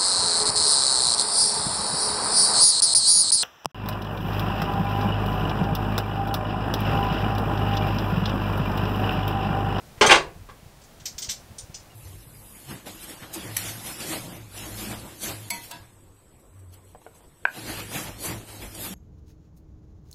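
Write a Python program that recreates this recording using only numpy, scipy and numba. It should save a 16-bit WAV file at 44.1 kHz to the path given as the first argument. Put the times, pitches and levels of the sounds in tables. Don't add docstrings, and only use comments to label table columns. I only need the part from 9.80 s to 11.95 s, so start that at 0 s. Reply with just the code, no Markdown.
import sys
import numpy as np
from scipy import signal
from scipy.fft import rfft, irfft
from scipy.io import wavfile
from scipy.ndimage import uniform_filter1d
from numba import njit

SR = 44100
rng = np.random.default_rng(int(sys.argv[2]) if len(sys.argv) > 2 else 0)


def to_linear_factor(level_db):
    exponent = np.asarray(level_db, float) / 20
    return 10 ** exponent


def wav_out(sig):
    wavfile.write(sys.argv[1], SR, np.round(np.clip(np.atleast_2d(sig).T, -1, 1) * 32767).astype(np.int16))


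N = 94815

# pitch_hz, level_db (per Hz)
FLOOR_COLOUR = [(12, -51), (20, -4), (120, -6), (319, -14), (698, -14.5), (1120, -20), (2750, -25),
                (13500, -31.5), (16000, -34)]
# start_s, level_db (peak), pitch_hz
SOFT_THUDS = [(0.174, -37, 94), (0.302, -34, 59), (.34, -34, 35), (.4, -39, 40), (.46, -39, 45.5),
              (0.52, -45, 120), (.548, -46, 132), (.559, -39, 123), (.571, -39, 131), (.591, -39, 74.4),
              (.611, -38, 70.5), (.826, -39, 118), (.858, -36, 96), (1.216, -39, 120), (1.314, -41.5, 112),
              (1.346, -41.5, 57.7), (1.479, -37.5, 90), (1.701, -38, 84.6), (1.714, -36.5, 130),
              (1.729, -42, 140), (1.834, -41.5, 78), (1.896, -35.5, 111)]
# start_s, level_db (peak), brightness_db (per octave)
DRAWER_BLOWS = [(.178, -45, 5.5), (0.2105, -11, 3.1), (.2115, -3, 3), (.2145, -7, 2.5), (.219, -10.5, 0),
                (.226, -5.5, 2.3), (.244, -7.5, 0.5), (0.263, -10.5, 9.5), (0.27, -13, 3.5),
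                (.289, -13, 2.5), (.296, -4.5, 0), (.3095, -0.5, 4.4), (0.314, -3, 1.5), (.323, -3.5, 2.5),
                (0.328, -12.5, -3.5), (.345, -7, 2.3), (.354, -10, 4), (0.687, -42, 0), (.695, -41, 1.5)]
# pitch_hz, level_db (per Hz)
DRAWER_COLOUR = [(60, -35.5), (200, -11), (420, 0), (1100, 3), (2770, -4.5), (8800, -25.5), (11000, -40.5),
                 (16000, -56)]
# start_s, pitch_hz, level_db, fade_s (time to fall 60 dB)
SHEET_RINGS = [(.211, 425.5, -14.5, .06), (.213, 203, -29, 0.086), (.219, 1102, -25.5, 0.13),
               (.222, 701, -25, 0.072), (.263, 6240, -21.5, 0.023), (0.261, 8220, -29.5, .06),
               (.275, 149, -28.5, 0.084), (0.293, 2456, -18.5, 0.05), (.310, 773, -16, 0.045),
               (0.313, 1150, -22, .12), (.33, 960, -24, .2), (0.312, 1440, -19.5, 0.036),
               (.316, 371, -21.5, 0.052), (.318, 520, -19, 0.027), (0.319, 2753, -17, 0.032),
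               (0.689, 1110, -40, 0.019)]
# start_s, level_db (peak), brightness_db (per octave)
TOOL_CLICKS = [(1.018, -42.5, -1), (1.038, -43, 5.5), (1.2, -40, -5), (1.204, -43.5, -2.1),
               (1.2547, -26, -5), (1.2568, -18.5, 1.7), (1.2644, -24.5, -2.2), (1.282, -42, 4),
               (1.3818, -21, -0.5), (1.3847, -24, -0.8), (1.395, -47, 6), (1.4204, -22.5, 4.7),
               (1.4248, -20.5, 0.5), (1.445, -25.5, 1), (1.4873, -31, -9.5), (1.4911, -20.5, -4),
               (1.4963, -14.5, 0), (1.510, -17, 1), (1.516, -29, -3), (1.532, -42, 13), (1.784, -27, 9.5),
               (1.7872, -31, 3.1), (1.807, -42, 5), (1.944, -28, 0), (1.949, -35, 6.5), (2.002, -44.5, -1)]
# pitch_hz, level_db (per Hz)
TOOL_COLOUR = [(300, -46.5), (1500, -18.5), (3000, -9), (6000, -0.5), (8800, -9.5), (10500, -29),
               (12500, -31), (16000, -48)]
# start_s, pitch_hz, level_db, fade_s (time to fall 60 dB)
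TOOL_RINGS = [(1.255, 11550, -47, 0.11), (1.256, 13500, -48, .06), (1.257, 14900, -49, .09),
              (1.256, 6020, -37.5, 0.038), (1.282, 11700, -53, 0.068), (1.384, 14700, -48, 0.081),
              (1.384, 13500, -48, 0.034), (1.384, 11400, -48, 0.062), (1.428, 11800, -53, 0.065),
              (1.428, 14700, -56, .08), (1.496, 11900, -51, .05), (1.496, 13500, -48, .06),
              (1.511, 11500, -45, .07), (1.511, 13700, -46, .06), (1.787, 9000, -37, .01),
              (1.785, 5870, -55, 0.028), (1.946, 3720, -50, .02), (1.948, 7070, -50, .02)]
# start_s, length_s, pitch_hz, level_db
TINY_CREAK = (2.095, .035, 2850, -57)
# pitch_hz, fade_s (time to fall 60 dB)
ECHO_FADE = [(100, 0.48), (400, 0.31), (900, 0.24), (2000, 0.13), (6000, .22), (12000, 0.11)]
NEAR_DELAYS = (.0007, .0019)


def at_log(hz, table):
    table = np.array(table, float)
    return np.interp(np.log(np.maximum(hz, 1)), np.log(table[:, 0]), table[:, 1])


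def colour(x, table, tilt_db=0):
    hz = np.arange(2049) * SR / 4096
    tilt = tilt_db * np.log2(np.maximum(hz, 50) / 1000)
    log_gain = (at_log(hz, table) + tilt) * np.log(10) / 20
    ceps = irfft(log_gain)
    ceps[1:2048] *= 2
    ceps[2049:] = 0
    response = irfft(np.exp(rfft(ceps)))
    return signal.fftconvolve(x, response)[:len(x)]


def add(out, start_s, x):
    i = int(start_s * SR)
    out[i:i + len(x)] += x[:N - i]


def walk(rate_hz):
    k = int(SR / rate_hz)
    steps = np.repeat(rng.standard_normal(N // k + 1), k)
    return 1.36 * uniform_filter1d(uniform_filter1d(steps, k), k)[:N]


def floor():
    noise = colour(rng.standard_normal(N), FLOOR_COLOUR)
    hum = signal.sosfilt(signal.butter(2, 200, fs=SR, output="sos"), noise)
    hiss = noise - hum
    x = hiss * to_linear_factor(0.37 * walk(2.22)) + hum * to_linear_factor(2.5 * walk(13))
    return to_linear_factor(-50.5) * x / np.std(x)


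def thuds():
    out = np.zeros(N)
    cycles = 1.25
    for start_s, level_db, pitch_hz in SOFT_THUDS:
        turns = np.arange(int(cycles / pitch_hz * SR)) / SR * pitch_hz
        swing = np.sin(2 * np.pi * turns) * np.sin(np.pi * turns / cycles)
        add(out, start_s, -to_linear_factor(level_db) * swing)
    return out


def strike(crack_s, rattle_s, rattle_db):
    t = np.arange(SR // 8) / SR
    noise = rng.standard_normal(len(t))
    force = rng.exponential(size=len(t))
    crack = 0.16 * np.exp(-t / crack_s)
    rattle = to_linear_factor(rattle_db + 4.12 * force - 15.5) * np.exp(-t / rattle_s)
    push = noise * (crack + rattle)
    push[0] = 1
    return push


def hits(table, tone, gain_db, early_s, crack_s, rattle_s, rattle_db):
    out = np.zeros(N)
    for start_s, level_db, brightness_db in table:
        hit = colour(strike(crack_s, rattle_s, rattle_db), tone, brightness_db)
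        hit = hit / np.max(np.abs(hit))
        add(out, start_s - early_s, to_linear_factor(level_db + gain_db) * hit)
    return out


def drawer():
    return hits(DRAWER_BLOWS, DRAWER_COLOUR, gain_db=-1.5, early_s=0,
                crack_s=0.00064, rattle_s=0.0079, rattle_db=-9)


def ring(table):
    out, t = np.zeros(N), np.arange(SR // 4) / SR
    for start_s, pitch_hz, level_db, fade_s in table:
        partner_hz = pitch_hz * (1 + 0.012 * rng.uniform(-1, 1))
        pair = np.sin(2 * np.pi * pitch_hz * t) + to_linear_factor(-4) * np.sin(2 * np.pi * partner_hz * t)
        flutter = np.interp(t / 0.003, np.arange(100), rng.standard_normal(100))
        buzz = to_linear_factor(5 * min(pitch_hz / 3000, 1) * flutter)
        fade = np.exp(-np.log(1000) * t / fade_s)
        onset = 1 - np.exp(-t / 0.0003)
        add(out, start_s, to_linear_factor(level_db - 2) * pair * buzz * fade * onset)
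    return out


def sheet_ring():
    return ring(SHEET_RINGS)


def room(x):
    t = np.arange(SR // 2) / SR
    tail = np.zeros(len(t))
    for hz in 70 * 2 ** np.arange(0, 8, .5):
        b, a = signal.iirpeak(hz, 2, fs=SR)
        noise = signal.lfilter(b, a, rng.standard_normal(len(t)))
        tail += noise * np.exp(-np.log(1000) * t / at_log(hz, ECHO_FADE))
    tail = tail * (1 - np.exp(-t / 0.0019))
    near = np.zeros(2048)
    near[0] = 1
    for delay_s in NEAR_DELAYS:
        taps = np.r_[1, np.zeros(int(delay_s * SR) - 1), 0.72]
        near = signal.lfilter(taps[::-1], taps, near)
    echo = to_linear_factor(2.5) * tail / np.sqrt(np.sum(tail ** 2))
    echo[:len(near)] += to_linear_factor(3.5) * near
    return signal.fftconvolve(x, echo)[:N]


def tools():
    return hits(TOOL_CLICKS, TOOL_COLOUR, gain_db=0, early_s=0.0003,
                crack_s=0.00027, rattle_s=0.0032, rattle_db=-13)


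def tool_ring():
    return ring(TOOL_RINGS)


def creak():
    start_s, length_s, pitch_hz, level_db = TINY_CREAK
    out, t = np.zeros(N), np.arange(int(length_s * SR)) / SR
    add(out, start_s, to_linear_factor(level_db) * np.sin(2 * np.pi * pitch_hz * t) * np.sin(np.pi * t / length_s))
    return out


def scene():
    metal = drawer() + sheet_ring() + tools() + tool_ring()
    return (floor() + thuds() + room(metal) + creak())[None]


@njit
def follow(x, release):
    e, out = 0., np.empty(len(x))
    for i in range(len(x)):
        e = max(abs(x[i]), e * release)
        out[i] = e
    return out


def low_pass(x):
    return signal.sosfilt(signal.butter(12, 16300, fs=SR, output="sos"), x)


def record(dry):
    release_s, threshold_db, ratio, clip = 0.36, -32.5, 1.0576, 0.94
    loudness = follow(dry[0], np.exp(-1 / (release_s * SR)))
    over = np.maximum(loudness / to_linear_factor(threshold_db), 1)
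    gain = uniform_filter1d(over ** (1 / ratio - 1), 200)
    x = np.clip(dry * gain * to_linear_factor(1.5), -clip, clip)
    x = signal.sosfilt(signal.ellip(12, .2, 70, 15720, fs=SR, output="sos"), x)
    return low_pass(x)


dry = scene()
out = record(dry)
wav_out(out)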